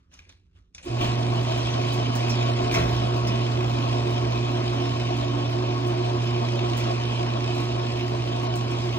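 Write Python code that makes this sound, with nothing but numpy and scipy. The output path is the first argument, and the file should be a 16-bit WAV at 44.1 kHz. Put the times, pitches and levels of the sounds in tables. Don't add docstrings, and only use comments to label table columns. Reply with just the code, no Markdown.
import sys
import numpy as np
from scipy import signal
from scipy.fft import rfft, irfft, next_fast_len
from scipy.io import wavfile
from scipy.ndimage import uniform_filter1d, map_coordinates

SR = 44100
rng = np.random.default_rng(int(sys.argv[2]) if len(sys.argv) > 2 else 0)


def dump_mix(stems):
    frames = np.atleast_2d(stems).T
    limited = np.clip(frames, -1, 1)
    pcm = np.round(limited * 32767).astype(np.int16)
    wavfile.write(sys.argv[1], SR, pcm)


def nominal_scale(level):
    x = np.asarray(level, float) / 20
    return 10 ** x


N = 396018
T = np.arange(N) / SR
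START_S = .843


def unit(x):
    return x / np.sqrt(np.mean(x ** 2) + 1e-20)


def along(points, hz, column=1):
    rows = np.transpose(points)
    return np.interp(np.log(hz + 1), np.log(rows[0] + 1), rows[column])


def curves(rows):
    s, *cols = np.transpose(rows)
    return [np.interp(T, s, c) for c in cols]


def wobble(rate):
    coarse = T[::16]
    knots = rng.standard_normal(int(N * rate / SR) + 4)
    return np.interp(T, coarse, map_coordinates(knots, [coarse * rate]))


def add(track, s, sound):
    track[round(s * SR):][:len(sound)] += sound


def filtered(x, response):
    m = next_fast_len(N + SR // 2)
    return irfft(rfft(x, m) * response(np.fft.rfftfreq(m, 1 / SR)), m)[..., :N]


def body(spectrum, modes=()):
    def response(f):
        power = nominal_scale(2 * along(spectrum, f))
        for centre, width, db in modes:
            power = power + nominal_scale(2 * db) / (1 + (2 * (f - centre) / width) ** 2) ** 2
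        return np.sqrt(power)
    return response


def shaken(response, patchy_db, force=1):
    noise = force * rng.standard_normal((2, N))
    if patchy_db:
        z = signal.stft(noise, nperseg=512)[2]
        field = uniform_filter1d(rng.standard_normal(z.shape[1:]), 5, 0)
        field = uniform_filter1d(field, 8, 1)
        noise = signal.istft(z * nominal_scale(patchy_db * unit(field)), nperseg=512)[1][:, :N]
    return unit(filtered(noise, response))


# multiple of twice the mains rate, level in dB,
# left over right in dB, lead of the left in radians.
HUM = [(1, -26.1, -3.4, -0.0), (2, -41.8, -5.0, -0.0), (3, -36.0, -3.9, 0.6), (4, -49.2, -6.5, 1.8),
       (5, -46.0, -0.5, 2.0), (7, -52.2, 4.7, 2.1), (8, -52.1, -1.7, 1.7), (10, -63.3, 12.4, -3.1),
       (12, -66.2, -0.6, 0.4)]
# time in seconds, level in dB.
FIELD = [(.9, -27), (1.35, -24), (1.55, -27), (1.94, -26.5), (2.46, -23.5), (2.69, -27.5), (2.8, -24.5),
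         (3.85, -25), (5.12, -27.5), (6.35, -25.5), (8.39, -28.5), (8.55, -27.5), (8.98, -28.5)]
# time in seconds, level in dB.
THIRD = [(.9, -48), (1.5, -38), (2, -37), (2.4, -39), (2.9, -39), (3.4, -38.5), (3.9, -42), (4.3, -39.5),
         (4.6, -34.5), (5.2, -39.5), (5.7, -36), (6.2, -38), (6.6, -35), (7.3, -40.5), (7.7, -38),
         (8, -35.5), (8.5, -42.5), (8.98, -38)]
PULL_HZ = 120
FIELD_S, SWELL_S = .8797, .018


def hum():
    side = np.array([[.5], [-.5]])
    t = T - FIELD_S
    field_db = curves(FIELD)[0]
    out = 0
    for k, db, pan_db, lead in HUM:
        unsteady = k > 1
        drift = unsteady * .3 * wobble(5)
        if k == 3:
            level_db = curves(THIRD)[0] + 1.7 * wobble(13)
        else:
            level_db = field_db - .2 + db - HUM[0][1] + unsteady * 1.2 * wobble(6)
        tone = np.cos(2 * np.pi * k * PULL_HZ * t + drift + side * lead)
        out = out + nominal_scale(level_db + side * pan_db) * tone
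    return np.sqrt(2) * out * (1 - np.exp(-np.maximum(t, 0) / SWELL_S)) ** 2


# time in seconds, turns per second.
SHAFT = [(.84, 7.2), (1.0, 27), (1.7, 27.5), (2.7, 27.9), (3.7, 28.05), (4.7, 28.15), (6, 28.35),
         (7.7, 28.15), (9, 28.4)]


def shaft():
    return np.cumsum(curves(SHAFT)[0] + .065 * wobble(2.5)) / SR


# multiple of the pull rate, multiple of the shaft rate, level in dB.
ROTOR = [(0, 1, -66), (0, 2, -58), (0, 4, -56), (1, 1, -53), (0, 6, -56), (0, 8, -50), (3, -4, -51),
         (0, 10, -56), (3, 2, -56), (5, 4, -54), (0, 20, -61), (5, 5, -58), (5, -2.4, -61)]


def rotor(turns):
    out = 0
    for pulls, k, db in ROTOR:
        phase = 2 * np.pi * (pulls * PULL_HZ * T + k * turns)
        out = out + nominal_scale(db + 3.8 * wobble(3)) * np.sin(phase + .37 * wobble(3))
    return out


COVER_HZ, COVER_DB = 353.3, -45
COVER_WAKES_S, COVER_RISE_S, COVER_GAINS_DB = 4.2, .9, 8
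LAST_BEND_S, LAST_BEND_DB = 8.5, 4


def cover():
    woken_db = COVER_GAINS_DB / (1 + np.exp((COVER_WAKES_S - T) / COVER_RISE_S))
    freed_db = LAST_BEND_DB * np.clip(10 * (T - LAST_BEND_S), 0, 1)
    level_db = COVER_DB + woken_db + freed_db + 1.2 * wobble(4)
    return nominal_scale(level_db) * np.sin(2 * np.pi * COVER_HZ * T + .6 * wobble(4))


# frequency in Hz, width in Hz, level in dB.
HOUSING = [(226.7, 27, -2.5), (283, 82, -1.5), (342, 56, -1), (365, 25, -4.5), (430, 32, -4),
           (569.7, 37, -1), (656.4, 43, 5), (712.3, 30.6, 6.5), (757, 98, -4.5), (916, 67, -3),
           (1045, 120, -4), (1099, 38, 1.5), (1271, 18, -7.5), (1380, 13, -20.5)]
# frequency in Hz, level in dB per Hz.
GEARS = [(60, -47), (110, -8), (200, -11), (400, -10), (800, -10.5), (1200, -13.5), (1800, -20),
         (3000, -52.5)]


def drive(turns, roar_db):
    mesh = nominal_scale(1.1 * wobble(30) + .27 * np.cos(2 * np.pi * PULL_HZ * T))
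    gears = nominal_scale(roar_db + 5) * shaken(body(GEARS, HOUSING), .8, mesh)
    boom = nominal_scale(roar_db - 3.5) * shaken(body([(20, -58.5)], [(356.5, 30, .0068)]), 0)
    tones = nominal_scale(roar_db + 38.5) * rotor(turns) + cover()
    return gears + boom + tones * [[1], [0]]


LASH_DB, LASH_S = 4.5, .004
LASH_ODD = .45


def lash(turns):
    half = np.floor(2 * turns).astype(int)
    count = half.max() + 1
    size = rng.exponential(size=count) ** .5 * np.where(np.arange(count) % 2, LASH_ODD, 1)
    since_s = (turns - half / 2) / curves(SHAFT)[0]
    return LASH_DB * size[half] * np.exp(-since_s / LASH_S)


# frequency in Hz, level in dB per Hz.
PANELS = [(15, -43.5), (30, -38), (55, -2.5), (70, -4), (100, -3), (160, -3.5), (300, -41.5)]
# frequency in Hz, width in Hz, level in dB.
TRACK = [(2364, 100, -3), (2538, 69, 2.5), (2694, 240, -3.5), (3050, 96, 2.5), (3305, 100, -0.5),
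         (3697, 49, -2), (4280, 23, -6.5), (4894, 99, -4), (5300, 160, -7), (5600, 89, -24)]
# frequency in Hz, level in dB per Hz.
ROLLERS = [(900, -11.5), (1700, -13), (2300, -5.5), (4000, -7.5), (6000, -14.5), (6400, -22), (9000, -41.5)]
# frequency in Hz, level in dB per Hz.
SIZZLE = [(4000, -30), (6300, -2), (7300, -3), (7800, 1), (8400, -5), (11000, -13.5), (14000, -18),
          (16000, -26)]
RATTLE_DB, RATTLE_GROWS = -38, .6
RUMBLE_DB, RUMBLE_GROWS, RUMBLE_SWAY_DB, RUMBLE_RISE_S = -44, .67, 1.5, .09
SIZZLE_DB = -15.5
STIFF_S, STIFF_DB = 2.2, 2.5


def door(turns, effort_db, rollers_db, panels_db):
    rattle_db = RATTLE_DB + RATTLE_GROWS * effort_db + rollers_db
    rumble_db = RUMBLE_DB + RUMBLE_GROWS * effort_db + panels_db + RUMBLE_SWAY_DB * wobble(7)
    stiff_db = STIFF_DB * np.clip(STIFF_S - T, 0, 1)
    sizzle_db = rattle_db + SIZZLE_DB + .15 * rollers_db + stiff_db
    angle = 2 * np.pi * turns
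    jolt = 1.3 * np.cos(2 * angle) + .9 * np.cos(angle + 1.1) + .6 * np.cos(3 * angle)
    knock_db = lash(turns)
    grit, sway = wobble(350), wobble(7.7)
    rattle_force = nominal_scale(.21 * jolt + knock_db + .7 * grit + .52 * sway)
    rattle = shaken(body(ROLLERS, TRACK), 1.6, rattle_force)
    sizzle_force = nominal_scale(.6 * jolt + .7 * knock_db + 1.2 * grit + .8 * sway)
    sizzle = shaken(body(SIZZLE, [(5900, 120, -1), (6900, 150, -1)]), 2.1, sizzle_force)
    rise = np.clip((T - START_S) / RUMBLE_RISE_S, 0, 1)
    rumble = rise * shaken(body(PANELS, [(66.4, 8.8, 2.6)]), 0)
    return nominal_scale(rumble_db) * rumble + nominal_scale(rattle_db) * rattle + nominal_scale(sizzle_db) * sizzle


# time in seconds, length in seconds,
# swell of the gears in dB, of the rollers in dB, of the panels in dB.
SHUDDERS = [(1.036, 0.04, 3, 2, 5.5), (1.621, 0.13, 0.5, 2, 0), (2.236, 0.33, 0.5, 2, 1.5),
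            (2.641, 0.038, 1.5, 2, 5), (2.782, 0.045, 5, 1.5, 5.5), (2.911, 0.087, 1, 1, 8),
            (3.288, 0.081, 0.5, -0.5, -1), (3.598, 0.41, -1, -0.5, 4.5), (4.802, 0.16, -0.5, 0.5, 1),
            (6.082, 0.06, 0, 0, -2.5), (6.834, 0.12, .5, 2.5, -0.5), (7.597, 0.11, -0.5, 0.5, -3),
            (8.09, 0.13, -2, -1, 2.5), (8.89, 0.11, 0, 1, 3.5)]


def shudders():
    s, length, *swells = np.transpose(SHUDDERS)
    coarse = T[::64]
    bumps = np.exp(-.5 * ((coarse[:, None] - s) / length) ** 2)
    return [np.interp(T, coarse, bumps @ db) for db in swells]


# time in seconds, frequency in Hz, level in dB.
DRUM = [(1, 282.6, -47.5), (2.3, 273.2, -40.5), (3.1, 282, -43), (4.4, 281.4, -44), (5.2, 286.3, -39.5),
        (6, 281, -46.5), (9, 277.1, -47.5)]


def drum():
    hz, db = curves(DRUM)
    tone = np.sin(2 * np.pi * np.cumsum(hz) / SR + 1.2 * wobble(8))
    return nominal_scale(db + 3 + 3 * wobble(7)) * tone * [[1], [0]]


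# frequency in Hz, t60 in seconds.
GARAGE = [(100, 0.75), (1000, 0.75), (4000, 0.24), (12000, 0.022)]


def echoed(x, wet_db):
    hz, t, z = signal.stft(rng.standard_normal((2, SR // 2)), SR, nperseg=256)
    decay = nominal_scale(-60 * t / along(GARAGE, hz)[:, None])
    tail = signal.istft(z * decay, SR, nperseg=256)[1]
    tail = tail / np.linalg.norm(tail[0])
    late = np.pad(x, (200, 0))[None]
    wet = signal.fftconvolve(late, tail, axes=1)[:, :N]
    return nominal_scale(wet_db) * wet + x * [[1], [0]]


# time in seconds, crack in dB, ring in Hz, ring in dB.
TICKS = [(0.85, -42, 7000, -62), (1.073, -60, 7900, -35), (1.438, -44, 8000, -48), (1.576, -37, 9000, -42),
         (1.93, -29, 7900, -39), (2.153, -26, 8340, -50), (2.89, -44, 10000, -50), (3.168, -38, 9100, -55),
         (4.105, -36, 12400, -54), (4.133, -45, 7680, -49), (4.364, -45, 7800, -50),
         (4.506, -41, 7800, -45), (4.678, -47.5, 8000, -48), (5.165, -38, 8000, -48), (5.5, -39, 8070, -46),
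         (5.871, -36, 9500, -48), (6.046, -45, 8000, -50), (6.245, -44, 9600, -50), (6.345, -50, 8000, -40),
         (6.558, -43, 8000, -46), (6.771, -27, 8770, -33), (7.552, -35.5, 7750, -43),
         (7.602, -36, 6170, -46), (7.641, -40, 9060, -50), (8.08, -42, 8000, -56), (8.262, -44, 8000, -50),
         (8.43, -39, 8600, -55), (8.556, -29, 7460, -27), (8.71, -39, 8000, -36)]
# time in seconds, crack in dB, ring in Hz,
# ring in dB, ring t60 in seconds.
STEMS = [(1.011, -51, 2867, -16.5, 0.025), (1.03, -50, 3070, -33.5, 0.09), (1.036, -55, 4280, -38, 0.05),
         (1.053, -68, 2750, -30.5, 0.067), (1.511, -42, 4660, -42.5, 0.029), (1.58, -62, 5800, -44, 0.45),
         (1.699, -51, 5920, -39, .2), (2.296, -33, 5370, -24.5, 0.077), (2.721, -49, 2400, -22.5, .034),
         (2.739, -50, 5510, -24.5, 0.05), (2.743, -58.5, 2390, -18, 0.036), (2.769, -54, 2535, -32, .051),
         (2.964, -54, 5400, -32, 0.045), (3.27, -42, 5300, -26, 0.052), (3.273, -57, 5930, -38, 0.044),
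         (3.31, -61, 3050, -35, .12), (2.304, -55, 5820, -35, 0.038), (1.509, -55, 3300, -25.5, .04),
         (1.547, -53, 3210, -28, 0.031), (1.585, -50, 3260, -26.5, .035), (1.658, -50, 3350, -24, .04),
         (1.369, -55, 3000, -29, .03), (1.476, -55, 3120, -30, .03), (1.875, -51, 3100, -27, .03),
         (2.054, -52, 3090, -26, 0.033), (2.13, -52, 2970, -28.5, 0.033), (2.2, -52, 3130, -30, .03),
         (2.752, -45, 3770, -30, 0.031), (2.777, -46, 4130, -31, 0.036), (2.797, -46, 3300, -28, .04)]
TICK_T60_S = .014
CRACK_DB, CRACK_T60_S = -6, .05
SCRAPE_DB, SCRAPE_T60_S = -15, .35


def ticks():
    cracks, rings, t = np.zeros(N + SR), np.zeros(N + SR), T[:SR // 2]
    for s, crack_db, hz, ring_db, t60 in [(*row, TICK_T60_S) for row in TICKS] + STEMS:
        noise = rng.standard_normal((2, len(t)))
        snap = nominal_scale(crack_db + CRACK_DB - 60 * t / CRACK_T60_S)
        scrape = nominal_scale(crack_db + SCRAPE_DB - 60 * t / SCRAPE_T60_S)
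        add(cracks, s, (snap + scrape) * noise[0])
        chatter = .2 * np.cumsum(noise[1])
        swing = np.sin(2 * np.pi * hz * t + chatter)
        add(rings, s, nominal_scale(ring_db - 60 * t / t60) * (1 - np.exp(-t / .0015)) * swing)
    bright = signal.butter(2, [5200, 13500], "band", fs=SR, output="sos")
    return signal.sosfilt(bright, cracks) + rings


# time in seconds, level in dB, frequency in Hz, t60 in seconds.
THUDS = [(1.3, -39, 98, 0.17), (2.9, -38, 87, 0.17), (2.775, -31, 69, 0.53), (2.765, -21, 170, 0.086),
         (5.4, -27, 930, 0.029), (3.6, -44, 2200, 0.075), (3.26, -30, 205, 0.2), (3.322, -33, 225, 0.099),
         (3, -30, 200, 0.13), (1.0, -43, 38, 0.96), (2.62, -41, 40, 0.96), (1.0, -30, 310, 0.11),
         (2.79, -29, 350, 0.11), (2.84, -33.5, 66, .5), (2.64, -34, 60, 0.18), (0.89, -32, 725, .12),
         (3.9, -32, 2500, 0.055), (2.685, -30, 1050, 0.045), (.86, -23.5, 350, 0.099)]


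def thuds():
    out, t = np.zeros(N + SR), T[:SR // 2]
    for s, db, hz, t60 in THUDS:
        add(out, s, nominal_scale(db - 60 * t / t60) * (1 - np.exp(-t / .0058)) * np.sin(2 * np.pi * hz * t))
    return out


# time in seconds, level in dB, t60 in seconds.
BANGS = [(1.012, -32.5, 0.18), (1.045, -33.5, .12), (2.298, -36, 0.072), (2.722, -31, .06),
         (2.714, -29, 0.12), (2.741, -21, 0.075), (2.758, -27.5, 0.055), (2.785, -35, .06),
         (2.8, -32.5, 0.054), (3.272, -30.5, 0.1), (2.769, -33, 0.37), (6.778, -35, 0.33)]


def slaps():
    out, t = np.zeros(N + SR), T[:SR // 2]
    for s, db, t60 in BANGS:
        bounce_db = 3.4 * np.cos(2 * np.pi * 115 * t)
        add(out, s, nominal_scale(db - 60 * t / t60 + bounce_db) * rng.standard_normal(len(t)))
    return signal.sosfilt(signal.butter(1, [500, 5000], "band", fs=SR, output="sos"), out)


def hinges():
    return echoed((ticks() + thuds() + slaps())[:N], -.24)


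# time in seconds, peak in dB, 1 for going down or 0 for springing back,
# brightness in dB per octave.
CLICKS = [
    (.139, -58, 1, 6),
    (0.19, -45, 0, -3),
    (.251, -59, 0, -4),
    (.2925, -50, 1, 0),
    (0.7477, -45, 1, 4),
    (0.7808, -42.5, 0, 1),
]
# frequency in Hz, level going down in dB, level springing back in dB,
# t60 in seconds.
CASE = [(1640, -11, -10, 0.046), (2300, -1, 2.5, 0.028), (2490, -4, 1, 0.06), (3140, -12, -6, .04),
        (3560, -2, -11, 0.084), (3910, -15, -11, .05), (4590, -12, -7, .04), (4940, -6, -14, .04),
        (5600, -4, -9, .08), (6140, -1, -10, .04), (6500, -14, -6, .03), (7040, -5, -14, .035),
        (8170, -4, -16, .03), (9340, -16, -20, .03)]
# time in seconds, level in dB, frequency in Hz, t60 in seconds.
KNOCKS = [
    (.005, -62, 250, .12),
    (.13, -58, 260, .1),
    (.26, -60, 365, 0.17),
    (.26, -65, 490, 0.13),
    (.53, -67, 395, .15),
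    (.57, -66, 360, .1),
]
SNAP_DB, BUTTON_ROOM_DB = -6, -18.5
BLOW, BLOW_S = 1.5, .002


def button():
    clicks, t = np.zeros(N), T[:SR // 8]
    hz, down_db, back_db, t60 = np.transpose(CASE)[..., None]
    for s, db, down, tilt_db in CLICKS:
        levels_db = (down_db if down > .5 else back_db) + tilt_db * np.log2(hz / 2500)
        modes = np.sin(2 * np.pi * (hz * t + rng.random(hz.shape)))
        ring = (nominal_scale(levels_db - 60 * t / t60) * modes).sum(axis=0)
        ring = ring * (1 + BLOW * np.exp(-t / BLOW_S))
        snap = nominal_scale(SNAP_DB - 60 * t / .012) * rng.standard_normal(len(t))
        add(clicks, s, nominal_scale(db) * (1 - np.exp(-t / .00069)) * (ring + 2 * snap))
    for s, db, knock_hz, knock_t60 in KNOCKS:
        swing = np.sin(2 * np.pi * knock_hz * t)
        add(clicks, s, nominal_scale(db - 60 * t / knock_t60) * (1 - np.exp(-t / .006)) * swing)
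    soft = signal.sosfilt(signal.butter(2, 10000, fs=SR, output="sos"), clicks)
    return echoed(soft, BUTTON_ROOM_DB)


# time in seconds, peak in dB, rise in seconds,
# fall t60 in seconds, hollow resonance in Hz.
STROKES = [(0, -76, .01, 0.77, 1200), (.117, -63.5, .006, 0.7, 2720), (.14, -57, 0.026, 0.29, 5600),
           (.2, -61.5, .02, 0.49, 2400), (.3, -58, 0.013, 0.27, 3860), (.565, -67, 0.036, 0.11, 3000),
           (.575, -71, .03, 0.34, 1200), (.749, -52.5, 0.0067, 0.32, 5600), (.783, -54, .004, 0.31, 2400),
           (.829, -52.5, 0.0073, 1, 7300), (.83, -57.5, .006, 0.45, 3300)]
RUSTLE_FLOOR_DB = -83.5


def brushing():
    strokes = []
    for s, db, rise, t60, _ in STROKES:
        fall_db = np.where(T < s, 20 * (s - T) / rise, 60 * (T - s) / t60)
        strokes.append(nominal_scale(db - fall_db))
    return strokes


# frequency in Hz, level in dB per Hz.
CLOTH = [(290, -40), (500, -3), (1470, -5), (2740, -3.5), (5190, -10), (5620, -9.5), (7140, -15),
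         (12000, -22.5), (15600, -44), (22000, -120)]


def rustle(strokes, touch):
    out = nominal_scale(-2.5) * touch * shaken(body(CLOTH), 2, nominal_scale(2.4 * wobble(300)))
    for stroke, row in zip(strokes, STROKES):
        hollow = signal.butter(2, [.86 * row[-1], 1.16 * row[-1]], "band", fs=SR, output="sos")
        noise = rng.standard_normal((2, SR))
        out[:, :SR] += stroke[:SR] * unit(signal.sosfilt(hollow, noise))
    return out


# frequency in Hz, level in dB per Hz.
QUIET = [(12, -44.5), (20, -17), (43, -4.5), (74, 3.5), (128, -13), (170, -16.5), (198, -16.5),
         (364, -20.5), (700, -45.5), (910, -63), (1540, -120)]
# frequency in Hz, width in Hz, level in dB.
FAR_HUM = [(173.6, 4.1, 0.5), (89, 8, 2), (57.7, 8.7, 3.5)]
MURMUR_DB, MURMUR_RUNNING_DB = -61.5, 10.5
MURMUR_FOLLOWS = .23


def murmur(touch, powered):
    level = nominal_scale(MURMUR_DB + MURMUR_RUNNING_DB * powered + .8 * wobble(29))
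    handling = (touch / nominal_scale(RUSTLE_FLOOR_DB)) ** MURMUR_FOLLOWS
    return level * handling * shaken(body(QUIET, FAR_HUM), 0)


def standby(powered):
    strokes = brushing()
    touch = nominal_scale(RUSTLE_FLOOR_DB) + sum(strokes)
    return button() + rustle(strokes, touch) + murmur(touch, powered)


# frequency in Hz, likeness from 0 to 1, lead of the left in radians,
# left over right in dB.
PORTS = [(60, .98, -.1, -1.6), (250, .98, .1, -5.2), (430, .84, .8, -4.6), (690, .89, 2.3, 1.6),
         (1150, .68, 2.1, 3.2), (1750, .55, 1.0, 1), (2600, .84, 2.0, .2), (3300, .8, 2.3, -.2),
         (4000, .45, 1.3, -1.2), (5000, .65, 3.4, -.3), (6500, .36, 1.6, -1), (7800, .78, 2.7, 1),
         (13000, .5, 3.1, 0), (15500, .6, 5.9, 0)]


def ports(pair):
    def split(f):
        turn = np.arccos(np.clip(along(PORTS, f), 0, 1)) / 2
        return np.array([np.cos(turn), np.sin(turn)])

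    def lean(f):
        half = nominal_scale(along(PORTS, f, column=3) / 2) * np.exp(.5j * along(PORTS, f, column=2))
        return np.array([half, 1 / half])

    same, other = filtered(pair, split)
    return filtered([same + other, same - other], lean)


# time in seconds, level in dB.
LOAD = [(.83, -40), (.87, -45), (.95, -42), (1.05, -36.5), (2.6, -36), (3.6, -35), (5.2, -37), (6, -37),
        (7.6, -36.5), (8.98, -37.5)]


def scene():
    turns = shaft()
    powered = np.clip((T - START_S) / .03, 0, 1)
    load_db = curves(LOAD)[0]
    gears_db, rollers_db, panels_db = shudders()
    motor = drive(turns, load_db + gears_db)
    moving = door(turns, load_db - LOAD[-1][1], rollers_db, panels_db)
    running = motor + moving + drum()
    return hum() + ports(powered * running + hinges() + standby(powered))


# frequency in Hz, margin of the sum in dB, margin of the difference in dB.
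MARGINS = [(3000, -9, -12), (4300, -6, -10), (5000, -3.6, -9), (7500, -2.7, -6.5), (8200, -.3, -5),
           (8500, 13, -6), (9400, 17, -5), (9700, 19, -4.5), (11500, 15, -2.2), (12500, 4.5, -1),
           (14000, -.3, 0), (14600, .3, 2), (15300, 3.5, 5), (15750, 6, 8), (15800, 90, 90)]
# time in seconds, upper limit in Hz.
SPARED = [(.13, 15800), (.15, 14000), (.175, 15000), (.19, 15000), (.845, 15800), (1.635, 9600),
          (2.29, 15800), (2.73, 15800), (3.168, 15800), (2.66, 9400), (3.76, 9000), (4.92, 9000),
          (5.872, 9600), (6.1, 9000), (6.26, 9600), (8.17, 8900), (6.775, 9700), (8.56, 9500)]
QUIET_KEPT_HZ = 9700
LINES_HZ, LINES_DB = 4300, -7


def weak_treble_dropped(dry):
    lead, width = 1024 - 487, 10
    pair = np.pad([dry[0] + dry[1], dry[0] - dry[1]], ((0, 0), (lead, 0))) / 2
    hz, times, z = signal.stft(pair, SR, "cosine", nperseg=2048)
    member = np.arange(len(hz)) // width
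    bands = np.add.reduceat(abs(z) ** 2, np.arange(0, len(hz), width), axis=1)
    power = bands[:, member]
    usual = signal.medfilt(bands, [1, 1, 13])[:, member]
    centre = (member + .5) * width * hz[1]
    margin_db = np.array([along(MARGINS, centre), along(MARGINS, centre, column=2)])
    bass = (hz < MARGINS[0][0])[:, None]
    kept = (power > usual * nominal_scale(2 * margin_db)[..., None]) | bass
    strong = abs(z[0]) ** 2 > power[0] / width * nominal_scale(2 * LINES_DB)
    kept[0] &= strong | (hz < LINES_HZ)[:, None]
    now = times - lead / SR
    kept |= (now < START_S) & (hz < QUIET_KEPT_HZ)[:, None]
    for s, top_hz in SPARED:
        kept |= (abs(now - s) < 512 / SR) & (hz < top_hz)[:, None]
    mid, side = signal.istft(z * kept, SR, "cosine", nperseg=2048)[1][:, lead:lead + N]
    return np.array([mid + side, mid - side])


def band_limit(x):
    return signal.sosfilt(signal.butter(12, 16010, fs=SR, output="sos"), x)


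def record(dry):
    mix = weak_treble_dropped(dry)
    return band_limit(mix)


dry = scene()
out = record(dry)
dump_mix(out)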